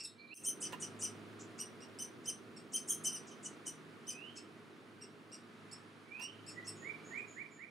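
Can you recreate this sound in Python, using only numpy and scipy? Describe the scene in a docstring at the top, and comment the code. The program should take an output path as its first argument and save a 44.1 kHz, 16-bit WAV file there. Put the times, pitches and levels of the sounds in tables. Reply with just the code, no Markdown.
"""Begging young woodpecker

A young woodpecker begs on an oak limb: short arched harmonic chirps, many opening with a rough squeak,
scattered by trunk and leaves. Farther off to the right a songbird whistles rising sine slurs. Thin buzzy
notes are frequency-modulated sines; the first is the falling end of the fledgling's opening chirp.
A distant machine's hum lines lie under shaped-noise outdoor air; the camera clicks twice as it is
handled, each time as noise cracks and case resonances."""
import sys
import numpy as np
from scipy import signal
from scipy.fft import rfft, irfft, next_fast_len
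from scipy.io import wavfile
from scipy.ndimage import map_coordinates

SR = 44100
rng = np.random.default_rng(int(sys.argv[2]) if len(sys.argv) > 2 else 0)


def unload_wav(signal):
    """Save mono or channel-first audio to the path in sys.argv[1] as 16-bit WAV at rate SR, clipped to [-1, 1]."""
    wavfile.write(
        sys.argv[1],
        SR,
        np.round(np.clip(np.atleast_2d(signal).T, -1, 1) * 32767).astype(np.int16),
    )


N = 339570  # length in samples


def amp(db):
    """Level law: decibels to amplitude gain."""
    return 10 ** (np.asarray(db) / 20)


def unit(x):
    """Normalization: scale a signal to rms 1."""
    return x / np.sqrt(np.mean(x ** 2) + 1e-20)


def along(points, hz):
    """Interpolation of (frequency, value) points along a logarithmic frequency axis."""
    f, v = np.transpose(points)
    return np.interp(np.log(hz + 1), np.log(f + 1), v)


def curves(rows):
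    """Interpolation in time: one value per sample for each column after the time."""
    s, *cols = np.transpose(rows)
    return [np.interp(np.arange(N) / SR, s, c) for c in cols]


def wobble(rate, size=N):
    """Band-limited fluctuation: a smooth random curve through rate knots a second."""
    knots = rng.standard_normal(int(size * rate / SR) + 4)
    return map_coordinates(knots, [np.arange(size) * rate / SR])


def filtered(x, response):
    """Linear filtering: the spectrum times a response of frequency."""
    m = next_fast_len(N + SR // 2)
    spectrum = rfft(x, m) * response(np.fft.rfftfreq(m, 1 / SR))
    return irfft(spectrum, m)[..., :N]


def pan(left_db):
    """Interchannel level difference: two gains, the left above the right by left_db."""
    return amp([[left_db / 2], [-left_db / 2]])


def add(track, s, sound):
    """Superposition: mix a sound into a track at time s."""
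    part = track[max(round(s * SR), 0):][:len(sound)]
    part += sound[:len(part)]


def scatter(x, t60, width):
    """Diffuse scattering: dense decaying echoes off bark and leaves; width is their side share."""
    t = np.arange(SR // 2) / SR
    envelope = amp(-60 * t / t60) * (1 - np.exp(-t / 0.0042))
    tails = rng.standard_normal((2, len(t))) * envelope
    tails /= np.linalg.norm(tails[0])  # the mid tail has energy 1
    mid, side = signal.fftconvolve(x[None], tails, axes=1)[:, :N]
    return np.array([mid + width * side, mid - width * side]) / np.hypot(1, width)


def warble(length, centre_hz, swing, rate):
    """Frequency modulation: a tone of about rms 1 whose pitch darts randomly about its centre."""
    pitch_hz = centre_hz * np.exp(swing * wobble(rate, int(length * SR) + 1))
    return np.sqrt(2) * np.sin(2 * np.pi * np.cumsum(pitch_hz) / SR)


def chirp(length, top_hz, bright_db):
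    """Source and filter: a pitch leaps up, holds and drops, sweeping five harmonics through the throat."""
    # arch of one chirp: length_share, pitch_share (of top pitch), level_db (relative)
    arch_points = [(0, .8, -0.5), (.13, 0.96, -3), (.3, .98, 2.5), (.55, 0.99, 4), (.75, .99, 4),
                   (.88, .92, 2.5), (1, 0.74, -11)]
    # resonance of throat and open bill: frequency_hz, level_db
    throat = [(2200, 0), (2750, -14), (3100, -8.5), (4000, 6.5), (4800, 1.5), (5500, -3), (6200, -2.5),
              (7200, -2), (8200, -3.5), (9300, -6.5), (10600, -16.5), (12400, -24.5), (14000, -42),
              (15500, -44)]
    jitter, flutter_db, leg_db = 0.012, 3.5, 9  # pitch share, level spread, purity of the arch's legs
    size = int(length * SR)
    u = np.linspace(0, 1, size)
    share, bend, swell_db = np.transpose(arch_points)
    arch = np.interp(u, share, bend)
    pitch_hz = top_hz * arch * (1 + jitter * wobble(1159, size))
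    phase = 2 * np.pi * np.cumsum(pitch_hz) / SR
    # on the way up and down the second harmonic gains on the others
    purity_db = leg_db * (1 - arch)
    tone = np.zeros(size)
    for k in range(1, 6):
        harmonic_db = along(throat, k * pitch_hz) + bright_db * (k - 2) - purity_db * abs(k - 2)
        tone += amp(harmonic_db) * np.sin(k * phase)
    level_db = np.interp(u, share, swell_db) + flutter_db * wobble(287, size)
    return unit(tone * amp(level_db) * signal.windows.tukey(size, .08))


def squeak(length, db):
    """Random frequency modulation: a rough high squeak swells and dies away; a harder one is higher."""
    firm_hz, firm_db = 8270, -42.5  # centre pitch of a firm squeak, and its level
    rise = 0.022  # octaves per dB of effort
    tone = warble(length, firm_hz * 2 ** (rise * (db - firm_db)), swing=0.132, rate=1600)
    u = np.linspace(0, 1, len(tone))
    return tone * np.interp(u, [0, .2, .55, 1], [.05, 0.76, 1.24, 0.64])


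def among_limbs(call, near_db, near_t60, far_db, far_t60, width):
    """Multipath: limbs and leaves smear a call, keeping its mid energy; paths shift as the head moves."""
    t = np.arange(SR // 3) / SR

    def fade(t60):
        """Exponential decay after a soft onset, scaled to energy 1."""
        return unit(amp(-60 * t / t60) * (1 - np.exp(-t / 0.0012))) / np.sqrt(len(t))

    # limbs: separate reflections, 1500 a second on average
    limbs = unit(rng.standard_normal((2, len(t))) * (rng.random((2, len(t))) < 1500 / SR))
    # leaves: dense and duller
    leaves = unit(signal.lfilter([1, 1], 1, rng.standard_normal((2, len(t)))))
    paths = limbs * amp(near_db) * fade(near_t60) + leaves * amp(far_db) * fade(far_t60)
    paths[0, 0] += 1  # the direct path
    mid, side = signal.fftconvolve(call[None], paths, axes=1)
    smeared = np.array([mid + width * side, mid - width * side])
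    return smeared * np.linalg.norm(call) / np.linalg.norm(mid)


def fledgling():
    """Two voice regimes: a rough high squeak often gives way to a locked harmonic pitch."""
    # begging chirps: start_s, length_s, top_pitch_hz, level_db, brightness_db (per harmonic)
    chirps = [ (0.000, 0.0099, 2794, -39, -3), (0.036, 0.024, 2703, -40.5, 3.5),
              (.342, 0.031, 3133, -40.5, 7.5), (.447, 0.051, 3145, -35.5, 5), (0.618, .04, 3072, -41, -1),
              (.817, 0.03, 3025, -42, -1), (1.017, .04, 3065, -37.5, 1), (1.589, .034, 2940, -42, 0),
              (1.804, 0.035, 2850, -57, -4), (1.987, 0.044, 3090, -42.5, 2.5),
              (2.256, 0.043, 3124, -38.5, 1.5), (2.563, 0.018, 2750, -54.5, -0.5),
              (2.733, 0.037, 3137, -35, 3), (2.885, 0.043, 3260, -34.5, 7), (3.046, 0.035, 3103, -34, 2),
              (3.114, .052, 3060, -44, 0.5), (3.309, 0.018, 3110, -57.5, -4.5),
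              (3.449, 0.018, 3030, -44, -1.5), (3.663, 0.021, 3073, -41, 2), (4.068, .04, 3095, -42, 0.5),
              (4.365, 0.02, 2704, -49.5, -0.5), (5.01, 0.032, 2857, -53, -2.5),
              (5.317, 0.031, 2877, -51, -1.5), (5.713, .028, 2734, -50, 1), (6.21, 0.039, 2856, -46.5, -4),
              (6.463, 0.037, 2735, -50, 1.5), (6.668, 0.03, 2748, -44, 3)]
    # rough squeaks, mostly running into a chirp: start_s, length_s, level_db
    squeaks = [(0.434, 0.025, -43), (0.601, 0.033, -43), (0.797, 0.03, -46), (0.988, 0.051, -46.5),
               (1.389, 0.036, -55), (1.578, 0.023, -53.5), (2.238, 0.02, -61), (2.719, 0.017, -52.5),
               (2.872, 0.036, -43), (3.035, 0.027, -40), (3.264, 0.032, -58), (3.425, 0.051, -48.5),
               (3.654, 0.032, -49.5), (4.353, .023, -56.5), (6.641, 0.039, -59.5)]
    calls = []
    for s, length, top_hz, db, bright_db in chirps:
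        calls.append((s, amp(db) * chirp(length, top_hz, bright_db)))
    for s, length, db in squeaks:
        calls.append((s, amp(db) * squeak(length, db)))
    track = np.zeros((2, N))
    for s, call in calls:
        heard = among_limbs(call, near_db=1, near_t60=0.13, far_db=-2.0, far_t60=0.21, width=0.24)
        for channel, sound in zip(track, heard):
            add(channel, s, sound)
    return track


def rush(spectrum):
    """Partial coherence: stereo noise of rms 1 whose left-right likeness depends on frequency."""
    # left-right likeness: frequency_hz, correlation
    alike = [(40, 0.45), (100, 0.23), (300, 0.85), (700, 0.67), (1400, 0.44), (3000, 0.33), (7000, 1),
             (15000, 0.52)]

    def mid_side(hz):
        """Split of power between mid and side that yields the wanted correlation."""
        turn = np.arccos(np.clip(along(alike, hz), -1, 1)) / 2
        return amp(along(spectrum, hz)) * np.array([np.cos(turn), np.sin(turn)])

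    mid, side = filtered(rng.standard_normal((2, N)), mid_side)
    return unit(np.array([mid + side, mid - side]))


def hum_line(hz, drift_hz):
    """Slow frequency modulation: one slightly drifting sine of rms 1."""
    pitch_hz = hz + drift_hz * wobble(12)
    return unit(np.sin(2 * np.pi * np.cumsum(pitch_hz) / SR))


def background():
    """Tones in noise: a far machine's unsteady hum lines in a shaped murmur of town and leaves."""
    # outdoor air, before the layer trims: time_s, murmur_level_db, rustle_level_db
    air = [(0.0, -62.5, -67.5), (0.41, -59, -68), (0.71, -54, -61), (1.2, -55.5, -61.5), (2.72, -57, -65),
           (3.02, -56, -61.5), (5.17, -60, -66), (5.7, -60, -63.5), (6.13, -61, -65), (6.67, -56.5, -62.5),
           (7.14, -56.5, -62), (7.7, -65, -69.5)]
    # spectral density of the low murmur: frequency_hz, relative_level_db (per Hz)
    murmur_spectrum = [(25, -40), (55, -16.5), (80, -31), (100, -5.5), (130, -5), (160, -5), (225, -1),
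                       (330, -0.5), (420, -1.5), (560, -11.5), (700, -12), (1040, -43.5)]
    # spectral density of the rustle: frequency_hz, relative_level_db (per Hz)
    rustle_spectrum = [(400, -51), (650, -4), (850, -3.5), (1250, 1.5), (1700, -2.5), (2500, -6),
                       (4000, -12), (6000, -20.5), (8600, -25), (9600, -19), (10600, -30), (14400, -48),
                       (15400, -55)]
    # swell of the hum's deepest line, before its trim: time_s, level_db
    drone = [(0.0, -68), (0.28, -77), (0.39, -78), (0.88, -63.5), (1.46, -65), (1.59, -73), (2.1, -73.5),
             (2.87, -77.5), (5.9, -72.5), (6.05, -72), (6.5, -67.5), (7.36, -74.5), (7.7, -85)]
    # the machine's upper hum lines, before their sway: pitch_hz, level_db
    upper_lines = [(157.5, -70), (209.5, -71.5), (237, -68), (315, -70.5), (419.5, -71.5)]
    murmur_trim_db, rustle_trim_db, drone_trim_db = .5, 3, 2
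    murmur_db, rustle_db = curves(air)
    drone_db, = curves(drone)
    deep = amp(drone_trim_db + drone_db + 3.0 * wobble(6.1)) * hum_line(105.9, drift_hz=1.1)
    upper = sum(amp(db + 3.2 * wobble(5.5)) * hum_line(hz, drift_hz=1.47) for hz, db in upper_lines)
    # the upper lines swell with the murmur
    upper = upper * amp(0.93 * (murmur_db - np.median(murmur_db)))
    hum = deep + pan(-0.81) * upper
    murmur = pan(-2.2) * amp(murmur_db + murmur_trim_db) * rush(murmur_spectrum)
    rustle = pan(-1.8) * amp(rustle_db + rustle_trim_db) * rush(rustle_spectrum)
    return hum + murmur + rustle


def thin_notes():
    """Fast frequency modulation: thin buzzy notes dart about their pitch."""
    # thin buzzy notes; the first, at 0.05 s, is the falling end of the fledgling's opening chirp:
    # start_s, length_s, pitch_hz, level_db
    buzzes = [(0.05, 0.013, 3770, -51), (0.079, 0.043, 4110, -68), (0.178, 0.043, 4270, -64.5),
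              (0.264, 0.074, 4200, -65.5), (6.488, 0.046, 6950, -65.5), (6.748, 0.11, 6910, -65),
              (7.031, 0.11, 6870, -65.5), (7.174, .02, 7480, -68), (7.266, 0.089, 6860, -64),
              (7.501, 0.083, 7010, -70)]
    swing_hz = 210  # typical excursion about the pitch
    track = np.zeros(N)
    for s, length, hz, db in buzzes:
        buzz = warble(length, hz, swing=swing_hz / hz, rate=900)
        add(track, s, amp(db) * buzz * signal.windows.tukey(len(buzz), .5))
    return track


def songbird():
    """Sine glides: pure rising slurs that swell as they go, each after a soft held lead-in."""
    # slurs: start_s, length_s, first_pitch_hz, last_pitch_hz, bow (1 straight, more rises early), level_db
    slurs = [ (.180, 0.094, 2325, 2384, 1, -62.5), (0.304, .03, 2303, 2820, 0.93, -51.5),
             (4.138, 0.18, 2462, 3290, .77, -59.5), (6.102, .21, 2262, 3180, 0.98, -55.5),
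             (6.564, .03, 1928, 1972, 2.3, -49), (6.835, 0.078, 1867, 2360, 2.3, -50),
             (7.12, .085, 1834, 2435, 1.9, -49), (7.364, 0.058, 1750, 2376, 1.57, -50.5),
             (7.588, 0.057, 1793, 2400, 1.3, -55.5)]
    lead_share, swell_db, waver = .3, 2, 0.011  # lead-in / slur length, rise in level, pitch share
    track = np.zeros(N)
    for s, length, first_hz, last_hz, bow, db in slurs:
        lead = lead_share * length
        t = np.arange(int((lead + length) * SR)) / SR - lead
        u = np.clip(t / length, 0, 1)
        glide_hz = last_hz + (first_hz - last_hz) * (1 - u) ** abs(bow)
        pitch_hz = glide_hz * (1 + waver * wobble(300, len(t)))
        onset_db = np.interp(t, [-lead, 0, .014], [-20, -9, 0])
        level_db = db + onset_db + swell_db * (u - .5)
        tone = np.sqrt(2) * np.sin(2 * np.pi * np.cumsum(pitch_hz) / SR)
        add(track, s - lead, amp(level_db) * tone * signal.windows.tukey(len(t), .2))
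    return track


def scattered_notes():
    """Reverberation: thin notes gain dense echoes; distant song also has a distinct one after 46 ms."""
    thin = thin_notes()
    song = filtered(songbird(), lambda hz: 1 + amp(-8.0) * np.exp(-2j * np.pi * hz * 0.046))
    early = amp(2.0) * scatter(song, t60=0.071, width=1.1)
    late = amp(-4.0) * scatter(song, t60=0.52, width=0.4)
    right = pan(-8.5) * (song + early + late)
    return right + thin + amp(0.6) * scatter(thin, t60=0.26, width=0.16)


def handling():
    """Impulse response: a short noise crack, damped case resonances and a dull scattered rattle."""
    # handling clicks, in two close pairs: start_s, crack_level_db, knock_level_db (of the case)
    clicks = [(0.724, -43.5, -59), (0.731, -81, -44), (6.196, -51, -56.5), (6.221, -50, -60)]
    # resonances of the camera case: frequency_hz, relative_level_db, t60_s
    case = [(850, -31, 0.024), (1003, 0.5, 0.048), (1383, -6, 0.022), (1790, 1.5, 0.029), (2780, 6, 0.016)]
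    track, t = np.zeros(N), np.arange(SR // 5) / SR
    for s, db, knock_db in clicks:
        crack = amp(db - 60 * t / 0.055) * rng.standard_normal(len(t))
        ring = sum(amp(level - 60 * t / t60) * np.sin(2 * np.pi * hz * t) for hz, level, t60 in case)
        add(track, s, crack + amp(knock_db) * ring)
    # both paths are dulled by first-order low-pass filters
    direct = filtered(track, lambda hz: 1 / (1 + 1j * hz / 5000))
    rattle = filtered(scatter(track, t60=0.08, width=0.69), lambda hz: 1 / (1 + 1j * hz / 3000))
    return pan(-4) * (direct + amp(4.0) * rattle)


def scene():
    """Superposition: all sources add up under one common level."""
    # all sound dips briefly: time_s, level_db
    dip = [(.338, -3.5), (.348, -21), (.375, -11), (.43, 0)]
    return amp(curves(dip)[0]) * (fledgling() + background() + scattered_notes() + handling())


def record(dry):
    """Band limiting: the camera cuts the deep bass and keeps nothing above its top frequency."""
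    bass_hz, top_hz = 70, 15700  # half amplitude at bass_hz
    return filtered(dry, lambda hz: (hz < top_hz) * (1 - 1 / (1 + (hz / bass_hz) ** 4)))


dry = scene()
out = record(dry)
unload_wav(out)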